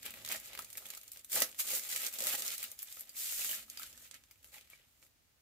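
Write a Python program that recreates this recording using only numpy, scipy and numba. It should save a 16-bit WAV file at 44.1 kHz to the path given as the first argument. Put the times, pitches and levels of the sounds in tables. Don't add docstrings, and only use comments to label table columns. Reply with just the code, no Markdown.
import sys
import numpy as np
from scipy import signal
from scipy.fft import rfft, irfft, next_fast_len
from scipy.io import wavfile
from scipy.ndimage import uniform_filter1d, map_coordinates
from numba import njit

SR = 44100
rng = np.random.default_rng(int(sys.argv[2]) if len(sys.argv) > 2 else 0)


def makeup_ratio(level_db):
    decades = np.asarray(level_db, float) / 20
    return 10 ** decades


def store_pcm(level_fs):
    pcm = np.round(np.clip(level_fs, -1, 1) * 32767).astype(np.int16)
    wavfile.write(sys.argv[1], SR, np.atleast_2d(pcm).T)


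N = 238581
TIME = np.arange(N) / SR

# [f/Hz, level per Hz/dB]
AIR = [(150, -8), (300, -1), (550, 0), (1000, -2), (2200, -1), (7000, -3), (10500, -7), (14000, -4)]
# [t/s, rumble level/dB, drumming level/dB]
LEAN = [(0, -71, -68), (.55, -71.5, -79), (1.05, -80.5, -84.5), (3.1, -80, -82.5), (3.5, -78, -73.5),
        (4.15, -78, -74), (4.3, -79.5, -84), (5.41, -80.5, -80)]
# [f/Hz, width/Hz, level/dB]
BOX = [(218, 25, 2.5), (506, 31, 4), (635, 19, -15), (845, 62, -3.5), (1310, 60, -21), (2250, 30, -8)]
# [t/s, peak level/dB, f/Hz, t60/s]
POPS = [(0.0623, -56, 2230, 0.024), (0.315, -31, 2250, 0.027), (0.3473, -38, 1860, 0.032),
        (0.5905, -37, 1280, 0.035), (1.4177, -28, 1993, 0.06), (2.2712, -39, 2080, 0.053),
        (2.348, -32.5, 1820, 0.027), (2.6274, -38, 2240, 0.021), (3.796, -44.5, 1310, 0.046),
        (3.8353, -43.5, 1356, 0.049), (4.542, -51, 1980, 0.037), (4.5793, -46.5, 2280, 0.042),
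        (4.7326, -41, 2244, 0.045), (5.0255, -56, 2330, 0.021)]
# [t/s, peak level/dB, f/Hz, t60/s]
KNOCKS = [
    (0.348, -47, 630, 0.087),
    (0.59, -45, 805, 0.05),
    (1.418, -28, 623, 0.014),
    (1.734, -39, 504, 0.032),
    (2.224, -46, 507, 0.094),
    (2.25, -52, 586, 0.068),
    (2.274, -42, 623, 0.059),
    (2.309, -43, 686, 0.064),
    (2.344, -41.5, 656, 0.044),
]
# [t/s, peak level/dB, f/Hz, t60/s]
MORE_POPS = [(0.259, -49, 2230, 0.025), (0.288, -35, 4020, 0.025), (0.313, -35, 3070, 0.018),
             (0.591, -43, 1050, 0.034), (0.671, -55, 2476, 0.023), (0.771, -50, 4000, 0.025),
             (0.773, -44, 2500, 0.027), (0.858, -42, 3370, 0.023), (0.865, -51, 635, 0.03),
             (0.972, -52, 1328, 0.033), (1.33, -36, 4700, 0.025), (1.361, -29, 1900, 0.02),
             (1.795, -38.5, 2090, 0.027), (1.951, -44.5, 500, 0.021), (2.035, -59, 520, 0.025),
             (2.155, -37.5, 3650, 0.025), (2.222, -48, 535, 0.025), (2.381, -51, 537, 0.06),
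             (2.579, -39, 4314, 0.025), (2.791, -55, 3000, 0.025), (2.882, -48, 3500, 0.028),
             (2.916, -49, 3340, 0.04), (2.916, -54, 2380, 0.03), (2.972, -52, 1310, 0.023),
             (3.095, -46, 4730, 0.025), (3.149, -45.5, 2361, 0.033), (3.416, -33.5, 2700, 0.025),
             (3.513, -32, 3120, 0.024), (3.53, -40, 1770, 0.043), (3.626, -48, 4450, 0.025),
             (3.682, -57, 1310, 0.035), (3.773, -54.5, 1380, 0.032), (3.775, -34.5, 4810, 0.028),
             (4.008, -51.5, 1787, 0.033), (4.114, -55, 4700, 0.031), (4.311, -60, 1328, 0.025),
             (4.31, -52, 4620, 0.028), (4.31, -53.5, 2350, 0.034), (5.026, -66, 2030, 0.025),
             (2.189, -51, 575, .03), (2.208, -44, 573, 0.027), (2.35, -40, 910, 0.026),
                (2.34, -37, 767, 0.029), (1.419, -46.5, 253, 0.15), (3.297, -35, 2970, .015),
                (3.494, -34, 3060, 0.021), (3.819, -44, 1470, 0.03), (3.929, -56.5, 520, 0.024),
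                (3.947, -55, 1780, .025), (3.9766, -57, 1590, 0.027), (4.0546, -55, 1760, .025),
                (4.557, -57, 3200, .015), (4.565, -55, 840, 0.026), (4.812, -58, 3180, 0.022),
                (4.84, -59, 3160, .02)]
# [f/Hz, level per Hz/dB]
FILM = [(71, -53), (120, -19.5), (237, -19), (440, -15.5), (640, -13.5), (1040, -18), (1330, -8),
        (1560, -9.5), (2190, -3), (6100, -5), (7080, 0), (8000, -1.5), (10600, -4), (11700, 1.5),
        (15500, 2), (16500, -56)]
RANGE_BORDERS = (1050, 4000, 8500)
PORT_BALANCE = (-2.5, 1.5, -2.3, 2.5)
# [t/s, crackle level/dB]
GRIP = [(0, -58.5), (.7, -57.5), (1.13, -60), (1.25, -66.5), (1.55, -61), (2.76, -65), (3.12, -58.5),
        (3.66, -58.5), (4.15, -78), (4.29, -70), (4.69, -75), (5.0, -72), (5.1, -83), (5.41, -85)]
# [t/s, hold/s, crackle level/dB, stiff folds share/dB, wrapped object share/dB]
PULLS = [(.3, 0.049, -42, -2, -7.5), (1.323, 0.029, -33, -15, -26), (1.355, 0.026, -31.5, -12, -10.5),
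         (1.419, 0.0039, -37.5, -4.5, -4), (1.47, 0.03, -51.5, -14, -16), (1.596, 0.0078, -34, -10.5, -25),
         (1.65, 0.073, -39, -11.5, -16.5), (1.715, 0.062, -35.5, -12.5, -19),
         (1.82, 0.051, -42.5, -7.5, -15), (1.9, 0.076, -38, -7.5, -22.5), (2.005, 0.079, -40, -8, -15.5),
         (2.135, 0.078, -45, -8.5, -13.5), (2.195, 0.074, -42, -6, -13.5), (2.275, 0.09, -37, -6, -15.5),
         (2.385, 0.052, -41, -10, -13.5), (2.45, 0.082, -39, -8, -19.5), (2.59, 0.058, -45, -9, -17.5),
         (3.17, 0.023, -37.5, -18.5, -31), (3.205, 0.16, -36.5, -14, -30.5),
         (3.38, 0.096, -35.5, -11.5, -27.5), (3.5, 0.044, -37.5, -9, -23.5),
         (3.56, 0.029, -46.5, -3.5, -15)]
# [t/s, hold/s, crackle level/dB, stiff folds share/dB, wrapped object share/dB]
FUMBLES = [(.06, 0.018, -50, 5.5, -4.5), (.15, 0.071, -54.5, -2, -4.5), (.44, 0.025, -49.5, -9.5, -28),
           (.5, 0.12, -58.5, 2.5, -1), (.775, 0.022, -64, -5, -20), (.85, 0.11, -58.5, -0.5, -5),
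           (1.16, 0.022, -60.5, -3.5, -8.5), (2.8, 0.012, -49, -8, -45), (2.91, 0.096, -51, -16, -32),
           (3.72, 0.044, -56.5, -4, -22), (3.79, 0.081, -49.5, -5.5, -23), (3.9, 0.18, -58, -5, -16.5),
           (4.147, 0.0064, -58, 1, -12), (4.45, 0.039, -61, -19, -12.5), (4.54, 0.028, -53, -3.5, -13),
           (4.6, 0.048, -74.5, 6, -3), (4.71, 0.023, -61.5, -1.5, -26), (4.75, 0.09, -76.5, 7, -11),
           (5.03, 0.026, -66, -22, -9.5)]
# [t/s, hold/s, crackle level/dB, stiff folds share/dB, wrapped object share/dB]
SHIFTS = [
    (0.426, .03, -64, 3, -16),
    (0.814, 0.043, -54, -20, -6.5),
    (1.74, 0.028, -37, -24, -35),
    (2.03, 0.025, -41.5, -7, -29),
    (2.251, 0.017, -36, -14, -11),
    (2.669, 0.056, -52, -8.5, -14),
    (2.876, 0.0091, -54, -5, -38),
    (3.99, 0.017, -57, -20, -25),
    (4.52, 0.028, -61, -17, -23),
    (4.81, 0.033, -77, 3.5, -4),
]
# [t/s, half length/s, level/dB]
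LULLS = [(0.565, 0.01, -7), (0.758, .009, 3.5), (0.864, 0.027, -4.5), (1.106, .01, -6), (1.222, 0.012, -8),
         (1.255, .015, -3), (1.401, 0.0063, 3), (1.432, .005, -3), (1.576, 0.0083, -7),
         (1.654, 0.013, -4.5), (1.812, 0.013, -5.5), (1.85, 0.022, -2.5), (2.103, 0.011, -9.5),
         (2.367, 0.0081, -12), (2.418, 0.0078, -3.5), (2.203, 0.003, -7), (2.534, 0.049, 1),
         (3.658, 0.024, -2), (4.683, .015, -2)]
# [t/s, finest film peak level/dB, film share/dB, stiff folds share/dB]
PICKING = [(0.0294, -35, -1.5, -10), (0.062, -26.5, -26, -4.5), (0.1062, -31, -12, -18),
           (0.139, -35.5, -17, -2.5), (0.2486, -32, 1, -2), (0.2611, -33.5, 1, -3), (0.2883, -31, 2, -15),
           (0.316, -25, -3, -7), (0.399, -32.5, -14, -18), (0.5318, -37.5, -13, 0),
           (0.551, -31.5, -23, -2.5), (0.575, -34.5, -13, 0), (0.5903, -23.5, -11, -15),
           (0.621, -40, -1, -8), (0.6461, -34.5, -3, -13), (0.7021, -37, -8, -10), (0.7286, -33.5, -6, -17),
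           (0.7725, -26, -7, -15), (0.856, -38, 0, -8), (0.865, -32, -12, -24), (0.887, -37.5, -10, -17),
           (0.9029, -31.5, -3, -10), (0.936, -37, -14, -2.5), (0.949, -34.5, -4, -11),
           (0.971, -39, -5, -21), (1.0324, -37, -19, -12), (1.079, -37.5, -4, -19),
           (1.1177, -29.5, -10.5, -27), (1.16, -44, -13, -1.5), (1.1718, -39.5, -1, -13.5)]
# [t/s, finest film peak level/dB, film share/dB, stiff folds share/dB]
TEARING = [(1.193, -43.5, 3, -27), (1.2460, -32.5, -12.5, -19), (1.2976, -33, -27, -16),
           (1.716, -25, -11, -20), (1.3300, -21, -14, -15), (1.355, -14, -26, -34), (1.4032, -13, -25, -26),
           (1.4192, -19, -3, -6), (1.4206, -13.5, 0, -9), (1.5457, -45.5, -6, -1.5), (1.589, -32, -14, -23),
           (1.5966, -18.5, -24, -12), (1.604, -18, -29, -17), (1.6868, -29.5, -18, -7),
           (1.7038, -18.5, -16, -13), (1.836, -37, 4, -10), (1.8906, -27, -19, -17), (1.915, -49, 0, -7),
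           (1.9611, -25, 1, -7), (2.065, -29, 8, -8), (2.127, -34, -4, -26), (2.138, -26, -13, -24),
           (2.1866, -28, 2, -19), (2.2215, -22.5, -5, -23), (2.239, -22.5, -5, -21), (2.2693, -18, -6, -20),
           (2.4212, -25, -0.5, -9.5), (2.4626, -34, 6, -31), (2.58, -27.5, -3, -18),
           (2.629, -21.5, -24, -15), (2.716, -32, -10, -22)]
# [t/s, finest film peak level/dB, film share/dB, stiff folds share/dB]
LAYING = [(2.7902, -34, 3, -14), (2.8212, -29.5, -13, -26), (2.828, -22.5, -31, -23), (2.901, -42, -4, -28),
          (2.925, -35, -1, -28), (2.9699, -35.5, -33, -5), (2.9945, -31.5, -17, -27),
          (3.0078, -26.5, -26, -21), (3.093, -34.5, -10, -31), (3.1663, -50, -12, -6),
          (3.5142, -21, -25, -19), (3.627, -49, 6, 0), (3.6991, -34, 0.5, -38), (3.773, -43, 6, 3),
          (3.795, -29, -16, -22), (3.8182, -47, -7, -4), (3.8312, -35, 1, -4.5), (3.928, -46.5, 2, -4),
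          (3.9759, -45, 1, -10), (4.1117, -51, 13, 6.5), (4.1424, -44, 5.5, -5.5), (4.311, -41.5, -6, -14),
          (4.429, -47, -18, -9), (4.444, -39.5, -16, -10.5), (4.541, -41, -17, -6), (4.5822, -45, -6, -3),
          (4.61, -46, 0, -2), (4.7002, -43, -23, -8), (5.0266, -56, 0, 4)]
# [t/s, finest film peak level/dB, film share/dB, stiff
# folds share/dB]
MORE_SNAPS = [(0.2754, -32, -8, -4), (0.3224, -20, -17, -26), (0.753, -41, -17, 0), (0.819, -43, -15, -20),
              (1.013, -45, 1, -5), (1.1326, -37, -8, -23), (1.491, -38, -19, -9.5), (1.75, -19, -10, -25),
              (1.7947, -40.5, 13, -4), (1.849, -33.5, -15, -5), (1.9251, -37, 1, 2.5), (2.0014, -30, -20, -17),
              (2.048, -33.5, 5, -5), (2.2044, -25.5, -1, -15), (2.334, -29, -3, -5), (2.3503, -26, -2, -3),
              (2.3545, -27.5, -4, -14), (0.7315, -37, -6, -15), (0.779, -31, -10, -8), (3.3088, -33, -14, -9),
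              (3.3934, -25, -14, -15), (3.4459, -18, -21, -13), (3.492, -21.5, -20, -17), (4.237, -62, 9, 7),
              (4.3576, -60, -10, 1), (5.0645, -50.5, -14, -5),
              (0.0546, -28, -21, -23), (0.1194, -44, -18, -15), (0.3045, -36, -17, 5), (0.3608, -27.5, -9, -20),
               (0.6254, -45, -1, -13), (0.777, -32, -11, -7.5), (0.9085, -43, -7, -3), (0.9189, -58, -4, -10),
               (0.9751, -32.5, -7, -10), (1.211, -55, 4, -3), (1.371, -21, -18, -17), (1.514, -47, 3, -17),
               (1.527, -50.5, 1, 2), (1.669, -30, -17, -18), (1.713, -27, -20, -12), (1.732, -26, -18, -9),
               (2.018, -24, -17, -15), (2.29, -25, -4, -11), (2.473, -31, -1, -23), (2.479, -26.5, 1.5, -20),
               (2.6396, -27.5, -26, -5), (3.208, -35, -13, -16), (3.298, -39, -4, -8), (3.323, -32, -4, -5),
               (3.405, -43, -11, -16), (3.417, -28, -9, -7), (3.46, -33, -8, -10), (3.472, -33, -8, -18),
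               (3.543, -33, -14, -15), (4.148, -51, 4, -2), (4.674, -57, -6, 3), (4.788, -65, -6, 3)]

PLACE_DB = -1
PORT_LAG, PORT_OFFSET = 5., -3.


def level(x, db):
    return x * makeup_ratio(db) / np.sqrt(np.mean(x ** 2))


def band(x, lo_hz, hi_hz):
    return signal.sosfilt(signal.butter(2, [lo_hz, hi_hz], "bandpass", fs=SR, output="sos"), x)


def colour(x, points):
    size = next_fast_len(N)
    spec, (hz, db) = rfft(x, size), np.transpose(points)
    own = uniform_filter1d(np.mean(abs(spec) ** 2, axis=0), size=2000)
    bin_hz = np.arange(spec.shape[1]) * SR / size
    want = makeup_ratio(np.interp(np.log(bin_hz + 1), np.log(hz), db))
    return irfft(spec * want / np.sqrt(own), size)[:, :N]


def walk(rate):
    hold = int(SR / rate)
    steps = np.repeat(rng.standard_normal(size=1500), hold)[:N]
    return 0.74 * uniform_filter1d(steps, hold)


def sides(pan_db):
    return makeup_ratio(np.array([pan_db, -pan_db]) / 2)


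def ranges(x, gains):
    size = next_fast_len(N)
    bin_hz = np.arange(size // 2 + 1) * SR / size
    below = [1 / (1 + (bin_hz / hz) ** 4) for hz in RANGE_BORDERS]
    shares = np.diff([0 * bin_hz, *below, 1 + 0 * bin_hz], axis=0)
    port_gains = np.array(gains) * sides(np.array(PORT_BALANCE)).T[:, :, None]
    out = 0
    for share, gain in zip(shares, port_gains):
        rms = np.sqrt(np.mean(irfft(rfft(x, size) * share, size) ** 2))
        out = out + rfft(x * gain, size) * share / rms
    return irfft(out, size)[:, :N]


@njit
def grains(start, hz, t60, gain, lag, phase):
    out = np.zeros((2, N + 8192))
    for g in range(len(start)):
        turn = np.exp(complex(-np.log(1000.) / (t60[g] * SR), 2 * np.pi * hz[g] / SR))
        for c in range(2):
            i = int(max(start[g] + (c - .5) * lag[g], 0.))
            z = np.exp(1j * phase[g])
            for k in range(min(int(t60[g] * SR), 8000)):
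                out[c, i + k] += gain[c, g] * z.imag
                z *= turn
    return out[:, :N]


def quiet(body_db):
    hiss = level(band(colour(rng.standard_normal((2, N)), AIR), 110, 21000), -73)
    s, rumble_db, rest_db = np.transpose(LEAN)
    follow_db = 0.23 * (uniform_filter1d(body_db, size=SR // 3) + 65.5)
    drum_db = np.interp(TIME, s, rest_db) + follow_db
    mid, side = rng.standard_normal((2, N))
    shake = mid + 0.46 * side * np.array([[1], [-1]])
    rumble = level(band(shake, 38, 113), 1.9) * makeup_ratio(np.interp(TIME, s, rumble_db) + 2.1 * walk(10))
    drum = level(band(shake, 209, 275), -0.85) * makeup_ratio(drum_db + 0.38 * walk(26))
    return hiss + (rumble + drum) * sides(np.array([-1.4]))


def room(x):
    t60_s, tail_db = 0.12, -6.5
    t = TIME[:SR // 2]
    mid, side = rng.standard_normal((2, len(t))) * makeup_ratio(-60 * t / t60_s) * (t > .0015)
    tail = mid + band(side, 1500, 19000) * np.array([[1], [-1]])
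    tail *= makeup_ratio(tail_db) / np.sqrt(np.sum(tail ** 2, axis=1, keepdims=True))
    return signal.fftconvolve(x, tail, axes=1)[:, :N]


def box(x):
    modes = [makeup_ratio(db) * signal.lfilter(*signal.iirpeak(hz, hz / width, SR), x) for hz, width, db in BOX]
    return makeup_ratio(-2) * sum(modes)


def pops(count=3):
    s, peak_db, hz, t60 = np.transpose(POPS + KNOCKS + MORE_POPS)[:, :, None]
    detune, delay = rng.random((len(s), count, 2)).transpose(2, 0, 1)
    rank = np.arange(count)
    pitch = hz * (1 + 0.14 * rank * (detune - .5))
    start = (s + 0.00199 * rank * delay) * SR
    gain = makeup_ratio(peak_db - 6.5 - 2.0 * rank).ravel() * sides(np.array([-1.5]))
    ring_s = np.repeat(np.clip(0.96 * t60, .005, .1), count)
    zero = np.zeros(gain.shape[1])
    return grains(start.ravel(), pitch.ravel(), ring_s, gain, zero + PORT_OFFSET, zero)


def crackle(count, scatter_db, cycles, patchy_db):
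    u = rng.random((count, 6)).T
    start, hz = u[0] * (N - 1), 300 * 50 ** u[1] ** .5
    patches = rng.standard_normal(size=(12, 400))
    where = [np.log2(hz / 300) * 1.642, start / SR * 35]
    local = map_coordinates(patches, where, order=1, mode="wrap")
    swarm = (.15 * walk(45) + .8 * walk(260))[start.astype(int)] + .9 * local
    sliding = (start > 3.14 * SR) & (start < 3.62 * SR)
    even = np.where(sliding, .3, 1)
    large = np.minimum(-np.log(u[2]), 3.5 + 2 * even)
    size = makeup_ratio(scatter_db * large + patchy_db * swarm * even)
    side = makeup_ratio(15.0 * (u[3] - .5) * np.minimum(hz / 2500, 1) * np.array([[1], [-1]]))
    lag = PORT_OFFSET + 2.5 * PORT_LAG * (u[4] - .5)
    phase = np.pi * (u[5] > .5)
    return colour(grains(start, hz, cycles / hz, size * side, lag, phase), FILM)


def effort():
    t = TIME[::64]
    grip_db = np.interp(t, *np.transpose(GRIP))
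    power = makeup_ratio(grip_db + np.array([[0], [-7], [-13]])) ** 2
    for moves, rise, fall in ((PULLS, 778, 301.5), (FUMBLES + SHIFTS, 523, 324)):
        for s, hold, db, fold_db, body_db in moves:
            shape_db = db - rise * np.maximum(s - t, 0) - fall * np.maximum(t - s - hold, 0)
            power = power + makeup_ratio(shape_db + np.array([[0], [fold_db], [body_db]])) ** 2
    lull_db = sum(db * np.exp(-((t - s) / half) ** 4) for s, half, db in LULLS)
    return [np.interp(TIME, t, 10 * np.log10(p) + lull_db) for p in power]


def rustle(top_db, fold_db, body_db):
    film = crackle(count=80000, scatter_db=2.5, cycles=3.94, patchy_db=3.0)
    range_db = (body_db - 8.0, fold_db - 5.0, top_db - 10, top_db - 4.5)
    return ranges(film, [makeup_ratio(db) * sides(np.array([PLACE_DB])) for db in range_db])


def snaps():
    film = crackle(count=90000, scatter_db=1.1, cycles=3.05, patchy_db=0.7)
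    s, peak_db, film_db, fold_db = np.transpose(PICKING + TEARING + LAYING + MORE_SNAPS)
    crack = 4.5
    for port, lag in zip(film, (1, -1)):
        at = (s * SR + 40 + lag).astype(int)
        port[at] += crack * port.std()
        port[at + 1] -= 0.71 * crack * port.std()
    pan_db = PLACE_DB + 1 * rng.standard_normal(len(s))
    lead = SR // 100
    t = TIME[:SR // 8] - lead / SR
    after = np.maximum(t, 0)
    decay = makeup_ratio(-60 * after / .008) + makeup_ratio(-13 - 60 * after / .05)
    burst = np.minimum(after / 0.00096, 1) * decay
    burst = burst + makeup_ratio(-19.5 - 60 * abs(t) / 0.016)
    crest_db = 6
    gains = []
    for share_db in (fold_db - 17.0, fold_db, film_db, 0 * s):
        power = np.zeros((2, N))
        power[:, (s * SR).astype(int)] = (makeup_ratio(peak_db + share_db - crest_db) * sides(pan_db)) ** 2
        spread = signal.fftconvolve(power, burst[None] ** 2, axes=1)[:, lead:N + lead]
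        gains.append(np.sqrt(abs(spread)))
    return ranges(film, gains)


def scene():
    top_db, fold_db, body_db = effort()
    bag = rustle(top_db, fold_db, body_db) + snaps() + pops()
    bag = band(bag + box(bag), 130, 14070)
    return bag + room(bag) + quiet(body_db)


def band_limit(x):
    return signal.sosfilt(signal.butter(12, 16620, fs=SR, output="sos"), x)


def record(dry):
    limit, top_hz = .2, 15750
    rounded = limit * np.tanh(dry / limit)
    cut = signal.sosfilt(signal.cheby2(12, 28, top_hz + 200, fs=SR, output="sos"), rounded)
    cut = signal.sosfilt(signal.butter(2, 30, "highpass", fs=SR, output="sos"), cut)
    return band_limit(cut)


dry = scene()
out = record(dry)
store_pcm(out)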